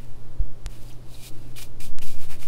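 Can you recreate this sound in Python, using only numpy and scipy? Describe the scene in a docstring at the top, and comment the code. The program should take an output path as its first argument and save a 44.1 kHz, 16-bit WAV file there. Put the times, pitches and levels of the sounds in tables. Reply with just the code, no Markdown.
"""Rubbing butter into flour

Hands in thin plastic gloves work butter into flour in a steel bowl, close to the microphone.
Each rub is a hiss of tiny slips, duller where the flour is pressed. The glove film crinkles,
loose flour sifts through the fingers and the bowl groans under the hands. The microphone picks up
a slow sway, soft bumps and two sharp ticks, all over a bed of mains hum and room noise."""
import sys
import numpy as np
from scipy import signal
from scipy.fft import rfft, irfft
from scipy.io import wavfile

SR = 44100
rng = np.random.default_rng(int(sys.argv[2]) if len(sys.argv) > 2 else 0)


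def unload_audio(sound):
    """Save the sound as a 16-bit wav file, at the path given as the first command line argument."""
    columns = np.transpose(np.atleast_2d(sound))
    # keep every value between -1 and 1, then stretch to whole-number steps
    steps = np.round(np.clip(columns, -1, 1) * 32767)
    wavfile.write(sys.argv[1], SR, steps.astype(np.int16))


N = 109191
T = np.arange(N) / SR

# Mains hum. Each row: pitch in Hz, level in dB.
HUM_PARTIALS = [(120, -47), (180, -62.5)]
# Bass-heavy room tone. Each row: frequency in Hz, gain in dB.
ROOM_EQ = [(20, 4.5), (45, 4), (90, 0), (170, -8.5), (320, -4.5), (450, -11), (570, -10.5), (720, -16),
           (1000, -18.5), (2000, -27.5), (4000, -29.5), (7000, -34), (11500, -35.5), (15500, -43)]
# Strokes of glove on flour. Each row: start in seconds, length in seconds, level in dB,
# attack in seconds, release in seconds per 20 dB of fall, scrape level in dB against the hiss.
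RUB_STROKES = [(-.02, 0.047, -62, .01, 0.27, -1.5), (0.683, 0.056, -54.5, 0.027, 0.19, -7),
               (0.776, .125, -57, 0.047, 0.12, -11), (1.054, 0.18, -53.5, 0.083, 0.11, -26),
               (1.187, 0.1, -45, 0.07, 0.025, -17), (1.303, 0.212, -62.5, 0.024, 0.12, -4),
               (1.551, 0.079, -42, 0.034, 0.051, -14.5), (1.8, 0.055, -43, 0.0037, 0.054, -15.5),
               (2.012, 0.082, -44.5, 0.0094, 0.14, -14), (2.167, 0.078, -49, 0.05, 0.072, -6),
               (2.275, 0.057, -46, 0.038, .055, -1.5), (2.377, 0.068, -45.5, 0.047, 0.045, -10)]
# The bright hiss of a rub. Each row: frequency in Hz, gain in dB.
HISS_EQ = [(300, -6.5), (1300, -12), (2000, -36), (2350, -5.5), (3400, -1.5), (4700, -1.5), (6000, -4),
           (9400, -3), (12500, -5.5), (15500, -8)]
# The dull scrape of pressed flour. Each row: frequency in Hz, gain in dB.
SCRAPE_EQ = [(150, -16), (300, -5), (550, -1), (800, 3), (1600, 1.5), (2700, 4.5), (4500, -28.5),
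             (15000, -47)]
# Hollows between hands and bowl. Each row: pitch in Hz, width in Hz, level in dB against the hiss.
HAND_HOLLOWS = [(2407, 106, -16), (2940, 110, -18.5), (3830, 190, -20), (4800, 120, -19), (6040, 110, -37),
                (7550, 89, -26), (9000, 390, -18)]
# Fader moves for the microphone's sway. Each row: time in seconds, level in dB.
SWAY_FADER = [(0, -26.5), (.45, -27.5), (.95, -33), (1.4, -24.5), (1.7, -24), (1.92, -9.5), (2.2, -10),
              (2.47, -15)]
# Bumps on the microphone. Each row: start in seconds, level in dB before softening, pitch in Hz.
MIC_BUMPS = [(.153, -40, 55), (0.397, -15.5, 39.6), (0.654, -24, 39.3)]
# Sharp ticks. Each row: time in seconds, peak in dB before the top is rolled off.
TICK_HITS = [(0.6625, -12), (1.9862, -16.5)]
# Falls of loose flour. Each row: centre in seconds, spread in seconds, level in dB.
FLOUR_FALLS = [(.85, 0.11, -67), (1.14, 0.068, -60.5), (1.43, 0.085, -66)]
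# The thin whisper of falling flour. Each row: frequency in Hz, gain in dB.
SIFT_EQ = [(1000, -14), (2000, -19), (2700, 5), (3300, -6), (3900, 4.5), (5000, 2), (5900, -8), (8000, -9),
           (12000, -3), (14500, -20)]
# Buckling folds of glove film. Each row: centre in seconds, level in dB, pitch in Hz,
# flour crunch in dB against the fold.
GLOVE_FOLDS = [(.89, -59, 4600, -10), (0.91, -52, 2840, -16), (0.927, -55.5, 6100, -12),
               (1.15, -47, 4020, -14), (1.274, -47.5, 3830, -14), (1.562, -51.5, 3250, -8),
               (1.585, -49.5, 4730, 0.5), (1.627, -49, 5760, -2.5), (1.81, -54, 2230, 5.5),
               (2.025, -43, 2680, 0), (2.432, -50.5, 2300, -3)]
# Groans of the pressed bowl. Each row: centre in seconds, level in dB, pitch in Hz.
BOWL_GROANS = [(.9, -63.5, 319), (1.33, -55.5, 316), (1.46, -52, 285.6), (1.89, -49.5, 177),
               (2.03, -54.5, 328)]


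def from_db(db):
    """Decibels to gain."""
    return 10 ** (np.asarray(db) / 20)


def unit_rms(x):
    """Scale to rms 1."""
    return x / np.sqrt(np.mean(x ** 2) + 1e-20)


def low_pass(x, hz, order=2):
    """Butterworth low-pass."""
    return signal.sosfilt(signal.butter(order, hz, fs=SR, output="sos"), x)


def drift(top_hz):
    """A smooth random wander at rms 1."""
    return unit_rms(low_pass(rng.standard_normal(N + SR), top_hz)[SR:])


def equalise(x, curve):
    """Shape x with a smooth EQ curve; rms 1."""
    hz, db = np.transpose(curve)
    bin_hz = np.maximum(np.arange(N + 1) * SR / (2 * N), 1)
    gain = from_db(np.interp(np.log(bin_hz), np.log(hz), db))
    return unit_rms(irfft(rfft(x, 2 * N) * gain)[:N])


def resonate(x, hz, width_hz):
    """Ring x through one resonance; rms 1."""
    r = np.exp(-np.pi * width_hz / SR)
    return unit_rms(signal.lfilter([1, 0, -1], [1, -2 * r * np.cos(2 * np.pi * hz / SR), r * r], x))


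def swell(centre_s, spread_s):
    """A bell-shaped fade in and out, peaking at 1."""
    return np.exp(-.5 * ((T - centre_s) / spread_s) ** 2)


def slips(per_s=22000, spread_db=3):
    """The grain of friction: tiny random clicks of uneven size."""
    sizes = from_db(spread_db * np.minimum(rng.exponential(1, N), 5)) * rng.standard_normal(N)
    return sizes * (rng.random(N) < per_s / SR)


def kitchen_bed(room_db=-47.5, waver_db=1.32):
    """Steady room noise and a slightly wavering mains hum."""
    hum = 0
    for hz, db in HUM_PARTIALS:
        level = from_db(db + waver_db * drift(3.65))
        hum += np.sqrt(2) * level * np.sin(2 * np.pi * (hz * T + rng.random()))
    return hum + from_db(room_db) * equalise(rng.standard_normal(N), ROOM_EQ)


def rubbing(hollow_waver_db=3.5, grip_waver_db=1.02):
    """Glove slips over flour: each stroke swells, holds and fades; the grip wavers as flour gives way."""
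    hiss_power, scrape_power = 0, 0
    for start, length, db, attack, release, scrape_db in RUB_STROKES:
        fall_db = 20 * np.maximum(T - start - length, 0) / release
        stroke = np.clip((T - start) / attack, 0, 1) * from_db(db - fall_db)
        hiss_power += stroke ** 2
        scrape_power += (stroke * from_db(scrape_db)) ** 2
    hiss = equalise(slips(), HISS_EQ)
    for hz, width_hz, db in HAND_HOLLOWS:   # these come and go as the hands change shape
        hiss += from_db(db + hollow_waver_db * drift(5.1)) * resonate(slips(), hz, width_hz)
    scrape = equalise(slips(), SCRAPE_EQ)
    grip = from_db(grip_waver_db * drift(43))
    return grip * (np.sqrt(hiss_power) * hiss + np.sqrt(scrape_power) * scrape)


def mic_sway(sway_hz=4.1, rumble_db=-28):
    """The microphone sways below hearing, with a deep random rumble."""
    level = from_db(np.interp(T, *np.transpose(SWAY_FADER)))
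    sway = np.sqrt(2) * level * np.cos(2 * np.pi * sway_hz * T)
    return sway + from_db(rumble_db) * drift(7.05)


def mic_bumps(wobble_t60_s=0.17, push_decay_s=0.055, soften_hz=108):
    """Each soft bump on the microphone is a dying push of air with a damped wobble."""
    out = 0
    for start, db, hz in MIC_BUMPS:
        age = np.maximum(T - start, 0)
        wobble = np.exp(-np.log(1000) * age / wobble_t60_s) * np.sin(2 * np.pi * hz * age)
        push = from_db(2.5) * (T > start) * np.exp(-age / push_decay_s)
        out += low_pass(from_db(db) * (wobble + push) + 1e-18, soften_hz, order=4)
    return out


def ticks(spread_s=18e-6, top_hz=11100):
    """Single dry spikes with no ring."""
    spikes = sum(from_db(db) * swell(centre, spread_s) for centre, db in TICK_HITS)
    return -low_pass(spikes + 1e-18, top_hz, order=4)


def sifting():
    """Loose flour falls through the fingers in faint, fine-grained swells."""
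    level = sum(from_db(db) * swell(centre, spread) for centre, spread, db in FLOUR_FALLS)
    return level * equalise(slips(), SIFT_EQ)


def glove_crinkles(spread_s=0.0054, width_hz=530):
    """A fold of film buckles in a short clump of slips around one pitch, with a dull crunch of flour."""
    out = 0
    for centre, db, hz, crunch_db in GLOVE_FOLDS:
        clicks = slips(per_s=7000)
        fold = resonate(resonate(clicks, hz, 2 * width_hz), hz, width_hz)
        crunch = from_db(crunch_db) * equalise(clicks, SCRAPE_EQ)
        out += from_db(db) * swell(centre, spread_s) * (fold + crunch)
    return out


def bowl_groans(spread_s=0.037, width_hz=44):
    """Hands press on the bowl, drawing short, narrow swells of low friction noise."""
    out = 0
    for centre, db, hz in BOWL_GROANS:
        friction = rng.standard_normal(N)
        groan = resonate(resonate(friction, hz, width_hz), hz, 2 * width_hz)
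        out += from_db(db) * swell(centre, spread_s) * groan
    return out


def scene():
    """The work in the bowl, the handling noise and the kitchen, mixed to mono."""
    bowl = rubbing() + glove_crinkles() + sifting() + bowl_groans()
    handling = mic_sway() + mic_bumps() + ticks()
    return (bowl + handling + kitchen_bed())[None]


def record(dry, cutoff_hz=15700):
    """A steep high cut takes off the very top."""
    sos = signal.ellip(14, .1, 90, cutoff_hz, fs=SR, output="sos")
    settled = signal.sosfilt_zi(sos)[:, None] * dry[:, :1]   # opens without a click
    return signal.sosfilt(sos, dry, zi=settled)[0]


dry = scene()
out = record(dry)
unload_audio(out)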